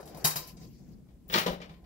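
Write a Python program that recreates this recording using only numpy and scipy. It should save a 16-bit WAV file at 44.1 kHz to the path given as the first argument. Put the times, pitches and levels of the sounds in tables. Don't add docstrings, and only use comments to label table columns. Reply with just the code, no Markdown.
import sys
import numpy as np
from scipy import signal
from scipy.fft import rfft, irfft
from scipy.io import wavfile

SR = 44100
rng = np.random.default_rng(int(sys.argv[2]) if len(sys.argv) > 2 else 0)


def transcribe(u):
    v = np.clip(np.atleast_2d(u).T, -1, 1)
    q = np.round(v * 32767).astype(np.int16)
    wavfile.write(sys.argv[1], SR, q)


def ratio(d):
    e = np.asarray(d, float) / 20
    return 10 ** e


N = 81585

# f/Hz, level/dB
STILL_CAB_COLOUR = [(12, -45), (20, -12), (65, 5), (107, -16.5), (177, -17), (228, -29.5), (607, -42),
                    (1480, -43.5), (16000, -44)]
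# t/s, level/dB
BOOM_LEVEL = [(0, -61), (.14, -50.5), (.45, -59), (.55, -49), (.65, -44.5), (.78, -50), (.9, -46.5),
              (1.0, -50), (1.08, -55), (1.27, -57.5), (1.4, -55), (1.62, -55), (1.85, -57)]
# f/Hz, level/dB
BOOM_COLOUR = [(53, -60), (90, -35.5), (140, 2.5), (199, -1.5), (344, -16), (400, -17.5), (447, -29),
               (1000, -50.5), (1300, -64), (2200, -120)]
# t/s, level/dB
RUB_LEVEL = [
    (0, -78),
    (.2, -62.5),
    (.5, -60.5),
    (.56, -73),
    (.64, -66.5),
    (.75, -73),
    (.92, -76),
    (1.0, -94.5),
    (1.85, -91.5),
]
# f/Hz, level/dB
RUB_COLOUR = [(1060, -48), (1800, -11.5), (2500, -8.5), (4170, -14.5), (5390, -0.5), (7490, -17.5),
              (8280, -32), (13400, -9), (16000, -20.5)]
# t/s, level/dB
SCUFF_LEVEL = [
    (0, -38.5),
    (.03, -55),
    (.2, -46.5),
    (.45, -55.5),
    (.68, -75),
    (.8, -67),
    (1.25, -68),
    (1.6, -56.5),
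    (1.72, -59.5),
    (1.85, -63.5),
]
# f/Hz, level/dB
SCUFF_COLOUR = [(180, -36), (300, 2.5), (679, -2.5), (847, -7.5), (1400, -16.5), (2500, -19.5), (3250, -57),
                (5500, -120)]
# f/Hz, likeness (1 = the same)
LIKENESS = [(60, 0.9), (240, 0.63), (950, 0.56), (3770, -0.02), (15000, -0.15)]
# f/Hz, time to fall 60 dB t60/s
CAB_T60 = [(100, 0.043), (500, 0.28), (2000, 0.23), (6000, 0.2), (15000, 0.22)]
# t/s, peak level/dB, thump level/dB, top level/dB
GRABS = [(0.002, -58.5, -12, -1.5), (0.03, -58.5, 16.5, -21), (0.0574, -59.5, 13.5, 5.5),
         (0.077, -54, -21, 0), (0.1466, -54.5, 13.5, -1.5), (0.1725, -59.5, 5, 8), (0.2463, -20.5, -3, 1.5),
         (0.255, -32, -6, -7), (0.271, -38.5, -12, 14), (0.306, -33.5, -8, -6), (0.3591, -35, 3, 4.5),
         (0.368, -36.5, -12, -6), (0.384, -47, -14, -14), (0.4744, -54, 2, 6.5), (0.5701, -60, 4, -35),
         (0.6144, -59.5, 9, -31), (0.632, -64, 16.5, -29), (0.886, -79.5, 21, -9), (0.983, -78, 17.5, -9)]
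# f/Hz, level/dB per Hz
MAT_COLOUR = [(59, -37), (100, -19.5), (768, -8), (3540, -14.5), (3860, -15.5), (4290, -18), (4770, -8),
              (11400, -16), (16000, -10)]
# f/Hz, level/dB, t60/s
HEAP_MODES = [(155.8, -2.5, 0.24), (743, -4, .12), (1057, -10.5, 0.49), (930, -19, .3), (3823, -3, 0.28),
              (3820, -7.5, 0.22), (4823, -4, 0.33), (6115, -5.5, 0.39), (10100, -6.5, 0.18),
              (11070, -2, 0.2), (11555, -3.5, 0.22), (12460, -5.5, .12), (14100, -17.5, .12),
              (15070, -15, .14)]
# t/s, peak level/dB
TICKS = [(0.0286, -37.5), (0.0762, -44.5), (0.148, -51), (.175, -57), (0.3586, -27.5), (.571, -55),
         (0.98, -63.5), (1.299, -32), (1.3397, -16), (1.3589, -16.5), (1.384, -20), (1.4115, -44),
         (1.478, -31), (1.61, -62), (1.6158, -46), (1.6225, -40), (1.659, -51.5), (1.693, -65)]
TICK_HZ = [600, 4500, 4500, 13000, 1200, 5000, 900, 2200, 3200, 2400, 3200, 4000, 2500, 2500, 4200, 2300,
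           3600, 4500]
# t/s, level/dB, t60/s
JOLTS = [(1.5, -36.5, 0.2), (1.345, -40, 0.26), (0.27, -40, .2), (0.36, -48, 0.51), (0.34, -50.5, 0.58),
         (1.3, -61, 1), (1.352, -25.5, 0.15), (1.352, -25, 0.15), (1.463, -28, 0.079), (1.7, -35, 0.2),
         (1.7, -63, .5), (1.785, -63, 0.3), (1.385, -39, 0.089), (.365, -37, 0.13), (.25, -34, 0.092),
         (1.338, -30, 0.19), (1.465, -30, 0.13), (.248, -37.5, .25), (.362, -43, 0.25), (.56, -65.5, 0.49)]
JOLT_HZ = [50, 113, 1048, 1030, 1003, 1520, 350, 215, 515, 170, 1020, 1030, 9400, 13700, 390, 910, 990,
           3860, 3880, 1010]
# t/s, peak level/dB, thump level/dB, top level/dB
DROPS = [(1.0864, -65.5, 5, -23), (1.105, -71, 0, -17), (1.287, -58.5, 6, 6), (1.2995, -36.5, 4.5, -17),
         (1.31, -47, -13, 0), (1.3221, -32, -6.5, -10), (1.331, -26.5, 1, -12), (1.3385, -15, -9.5, -24),
         (1.3474, -23, -0.5, -10), (1.358, -21, -4, -9), (1.3769, -22, -4.5, -14), (1.3903, -32, -3, -5.5),
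         (1.4134, -27.5, -0.5, -10.5), (1.462, -23.5, 7.5, -11), (1.4786, -34, 18.5, -31),
         (1.4936, -40, -6, -15), (1.5154, -44.5, 17, -3), (1.5294, -39, 11.5, -28),
         (1.6019, -46.5, 12, -30), (1.6158, -42, -15, -25), (1.6245, -47, -7.5, -22), (1.636, -63, -8, -15),
         (1.6525, -55, -23.5, -25), (1.6929, -50.5, -13, -19), (1.716, -59, -11, -23),
         (1.736, -56, 5.5, -25.5), (1.762, -62, 3, -29), (1.84, -61, 0.5, -26)]
# f/Hz, level/dB per Hz
TUB_COLOUR = [(59, -27), (100, -47.5), (177, -2), (277, -17.5), (547, -7), (691, -12.5), (3470, -11),
              (8640, -23), (16000, -18)]
# f/Hz, level/dB, t60/s
TUB_MODES = [(179.5, -7.5, 0.48), (221, -4.5, 0.2), (330.4, -5, 0.2), (385.4, -1.5, 0.2), (513, -31, 0.067),
             (602, -16, 0.12), (918, -4, 0.11), (1244, -1, 0.097), (1950, -13, 0.06), (2353, 5, 0.051),
             (3500, -12, .2), (9750, -19, 0.11)]
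# t/s, level/dB
SLIDE_LEVEL = [
    (1.281, -49),
    (1.29, -56),
    (1.33, -45),
    (1.35, -39),
    (1.401, -42),
    (1.445, -52),
    (1.47, -73),
    (1.525, -63),
    (1.56, -81),
]
EDGES = 22 * 2 ** np.arange(0, 9.8, .4)

CORNERS = 3
CORNER_SPREAD_DB, CORNER_DETUNE = 3.0, .003
STEEL_T60_S = .12
TOUCHES = 24
TOUCH_SPREAD_DB, LATER_LOSS_DB = 3.0, 8
THUMP_HZ = 700
TICK_T60_S, TICK_OCTAVES, TICK_LAG = .022, .8, 14


def rms_one(x):
    return x / np.sqrt(np.mean(x ** 2) + 1e-20)


def at_hz(points, hz):
    table_hz, db = np.transpose(points)
    return np.interp(np.log(hz), np.log(table_hz), db, left=-90, right=-90)


def in_time(rows):
    s, db = np.transpose(rows)
    return np.interp(np.arange(N) / SR, s, db)


def drift(rate):
    r = np.exp(-80 * np.pi * rate / SR)
    white = rng.standard_normal(N // 40 + 2002)
    slow = signal.lfilter([1], [1, -2 * r, r * r], white)[2000:]
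    return np.interp(np.arange(N) / 40, np.arange(len(slow)), rms_one(slow))


def band(x, low_hz, high_hz):
    return signal.sosfilt(signal.butter(2, [low_hz, high_hz], "band", fs=SR, output="sos"), x)


def banded_noise(colour, patchy_db, grain_db=0):
    out, together = 0, drift(6)
    grain = ratio(grain_db * rng.standard_normal(N + 4000))
    white = rng.standard_normal((2, 2, N + 4000)) * grain
    for k, (low, high) in enumerate(zip(EDGES, EDGES[1:])):
        hz = np.sqrt(low * high)
        mid, side = band(white[k % 2], low, high)[:, -N:]
        alike = np.clip(np.interp(hz, *np.transpose(LIKENESS)), 0, 1)
        flicker_db = patchy_db * (.6 * together + drift(14))
        gain = ratio(at_hz(colour, hz) + flicker_db)
        out = out + gain * (np.sqrt(1 + alike) * mid + np.sqrt(1 - alike) * side * [[1], [-1]])
    return rms_one(out)


def response(colour, modes, ring_db, tail_db, t60_share, lead_s, pan_db):
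    t = np.arange(SR // 2) / SR
    white, out = rng.standard_normal((2, CORNERS, 2, len(t))), 0
    crack = signal.unit_impulse(len(t))
    echo_hz, echo_t60 = np.transpose(CAB_T60)
    for k, (low, high) in enumerate(zip(EDGES[3:], EDGES[4:])):
        hz = np.sqrt(low * high)
        t60 = t60_share * np.interp(np.log(hz), np.log(echo_hz), echo_t60)
        fade = ratio(tail_db - 60 * t / t60) * (1 - np.exp(-t / 0.00046))
        echo = (white[k % 2] * hz + white[k % 2, :, :1] * 900) / np.hypot(hz, 900)
        out = out + ratio(at_hz(colour, np.minimum(hz, 15500))) * band(crack + fade * echo, low, high)
    out = out / np.sqrt(np.mean(np.sum(out ** 2, axis=2)))

    turn = rng.uniform(0, 2 * np.pi, (len(modes), CORNERS, 2, 1))
    vary = rng.standard_normal((len(modes), 2, CORNERS, 1, 1))
    for (hz, db, t60), phase, (louder, higher) in zip(modes, turn, vary):
        t60 = min(t60, STEEL_T60_S) if hz > 2000 else t60
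        corner_hz = hz * (1 + CORNER_DETUNE * higher)
        swing = np.sin(2 * np.pi * corner_hz * t + phase * min(1, hz / 2500) ** 2)
        fade = ratio(-60 * t / t60) * (1 - np.exp(-t / 0.0012))
        out = out + ratio(ring_db + db + CORNER_SPREAD_DB * louder) * fade * swing

    hz = np.arange(len(t) // 2 + 1) * 2
    right = irfft(rfft(out[:, 1]) * np.exp(-2j * np.pi * lead_s * hz), len(t))
    return np.stack([out[:, 0], right], axis=1) * ratio([[pan_db / 2], [-pan_db / 2]])


def clatter(events, answers, gain_db, scatter_s, lead_s, top_hz):
    s, db, low_db, top_db = np.array(events).T[:, :, None]
    place, size, sign, spot = rng.random((len(events), 4, TOUCHES)).transpose(1, 0, 2)
    at = ((s - lead_s + scatter_s * place) * SR).astype(int).ravel().clip(0, N - 1)
    touch_db = db + gain_db - LATER_LOSS_DB * place - TOUCH_SPREAD_DB * np.log(size + .01)
    height = ratio(touch_db) * np.minimum(place / .2, 1) * np.sign(sign - .5)
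    corner, out = (spot * CORNERS).astype(int), 0
    thump_at = ((s[:, 0] - .003).clip(0) * SR).astype(int)
    thump_height = ratio(db + gain_db + low_db + 8)[:, 0]
    for k, answer in enumerate(answers):
        here = height * (corner == k)
        thumps = np.bincount(thump_at, thump_height * (corner[:, 0] == k), N)
        body = np.bincount(at, here.ravel(), N)
        top = np.bincount(at, (here * ratio(top_db)).ravel(), N)
        parts = [("low", THUMP_HZ, thumps), ("band", (THUMP_HZ, top_hz), body), ("high", top_hz, top)]
        for kind, hz, clicks in parts:
            part = signal.sosfilt(signal.butter(3, hz, kind, fs=SR, output="sos"), answer)
            part = part / np.sqrt(np.sum(part ** 2))
            out = out + signal.fftconvolve(clicks[None], part, axes=1)[:, :N]
    return out


def still_cab():
    return ratio(-54.5 - 2.0) * banded_noise(STILL_CAB_COLOUR, patchy_db=1.1)


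def cab_boom():
    return ratio(in_time(BOOM_LEVEL) - 1.5) * banded_noise(BOOM_COLOUR, patchy_db=1.0) * ratio([[1.5], [-1.5]])


def sleeve_rub():
    noise = banded_noise(RUB_COLOUR, patchy_db=3.6, grain_db=5)
    return ratio(in_time(RUB_LEVEL) + 3) * noise * ratio([[2.2], [-2.2]])


def finger_scuff():
    noise = banded_noise(SCUFF_COLOUR, patchy_db=3.5, grain_db=-4.0)
    return ratio(in_time(SCUFF_LEVEL) - 1.5) * noise * ratio([[2.2], [-2.2]])


def screws_on_mat():
    answer = response(MAT_COLOUR, HEAP_MODES, ring_db=-33.5, tail_db=-30.0, t60_share=1.0,
                      lead_s=0.0003745, pan_db=3.0)
    answer = answer - .85 * band(answer, 3250, 3700)
    return clatter(GRABS, answer, gain_db=18.5, scatter_s=.013, lead_s=0.0043, top_hz=8500)


def ticks():
    length = 1500
    out, age = np.zeros((2, N + 2000)), np.arange(length) / SR
    for (s, db), hz, white in zip(TICKS, TICK_HZ, rng.standard_normal((len(TICKS), length))):
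        low_hz, high_hz = hz / 2 ** TICK_OCTAVES, min(hz * 2 ** TICK_OCTAVES, 15500)
        burst = band(white * ratio(-60 * age / TICK_T60_S), low_hz, high_hz)
        burst = burst / np.abs(burst).max()
        for port, lag in enumerate((0, TICK_LAG)):
            i = int(s * SR) + lag
            out[port, i:i + length] += ratio(db + 2 - 4 * port) * burst
    return out[:, :N]


def jolts():
    t, out, waver = np.arange(N) / SR, 0, drift(25)
    for k, ((s, db, t60), hz) in enumerate(zip(JOLTS, JOLT_HZ)):
        age = np.maximum(t - s, 0)
        swing = np.sin(2 * np.pi * hz * age + .5 * np.roll(waver, 3001 * k))
        swing = swing * ratio(2.5 * np.roll(waver, -3701 * k))
        out = out + ratio(db - 60 * age / t60) * (1 - np.exp(-age / .004)) * swing
    return out * ratio([[1.5], [-1.5]])


def screws_in_tub():
    answer = response(TUB_COLOUR, TUB_MODES, ring_db=-36.5, tail_db=-26.5, t60_share=1.0,
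                      lead_s=0.000362, pan_db=3.0)
    return clatter(DROPS, answer, gain_db=13.5, scatter_s=.005, lead_s=.001, top_hz=5340)


def sliding_tip():
    s, db = np.transpose(SLIDE_LEVEL)
    gate = ratio(np.interp(np.arange(N) / SR, s, db, left=-120, right=-120))
    white = rng.standard_normal((2, N))
    upper = band(band(white, 15500, 15750), 15500, 15750)
    lower = band(band(white, 15280, 15420), 15280, 15420)
    return gate * ratio(3.5 * drift(30)) * rms_one(upper + .4 * lower) * ratio([[4], [0]])


def scene():
    background = still_cab() + cab_boom()
    hand = sleeve_rub() + finger_scuff()
    screws = screws_on_mat() + ticks() + jolts() + screws_in_tub() + sliding_tip()
    return background + hand + screws


def band_limit(x):
    return signal.sosfilt(signal.butter(12, 16840, fs=SR, output="sos"), x)


def record(dry):
    dipped = dry - .6 * band(dry, 8300, 8900)
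    low_pass = signal.ellip(12, 1, 80, 15740, fs=SR, output="sos")
    mix = signal.sosfilt(low_pass, dipped)
    return band_limit(mix)


dry = scene()
out = record(dry)
transcribe(out)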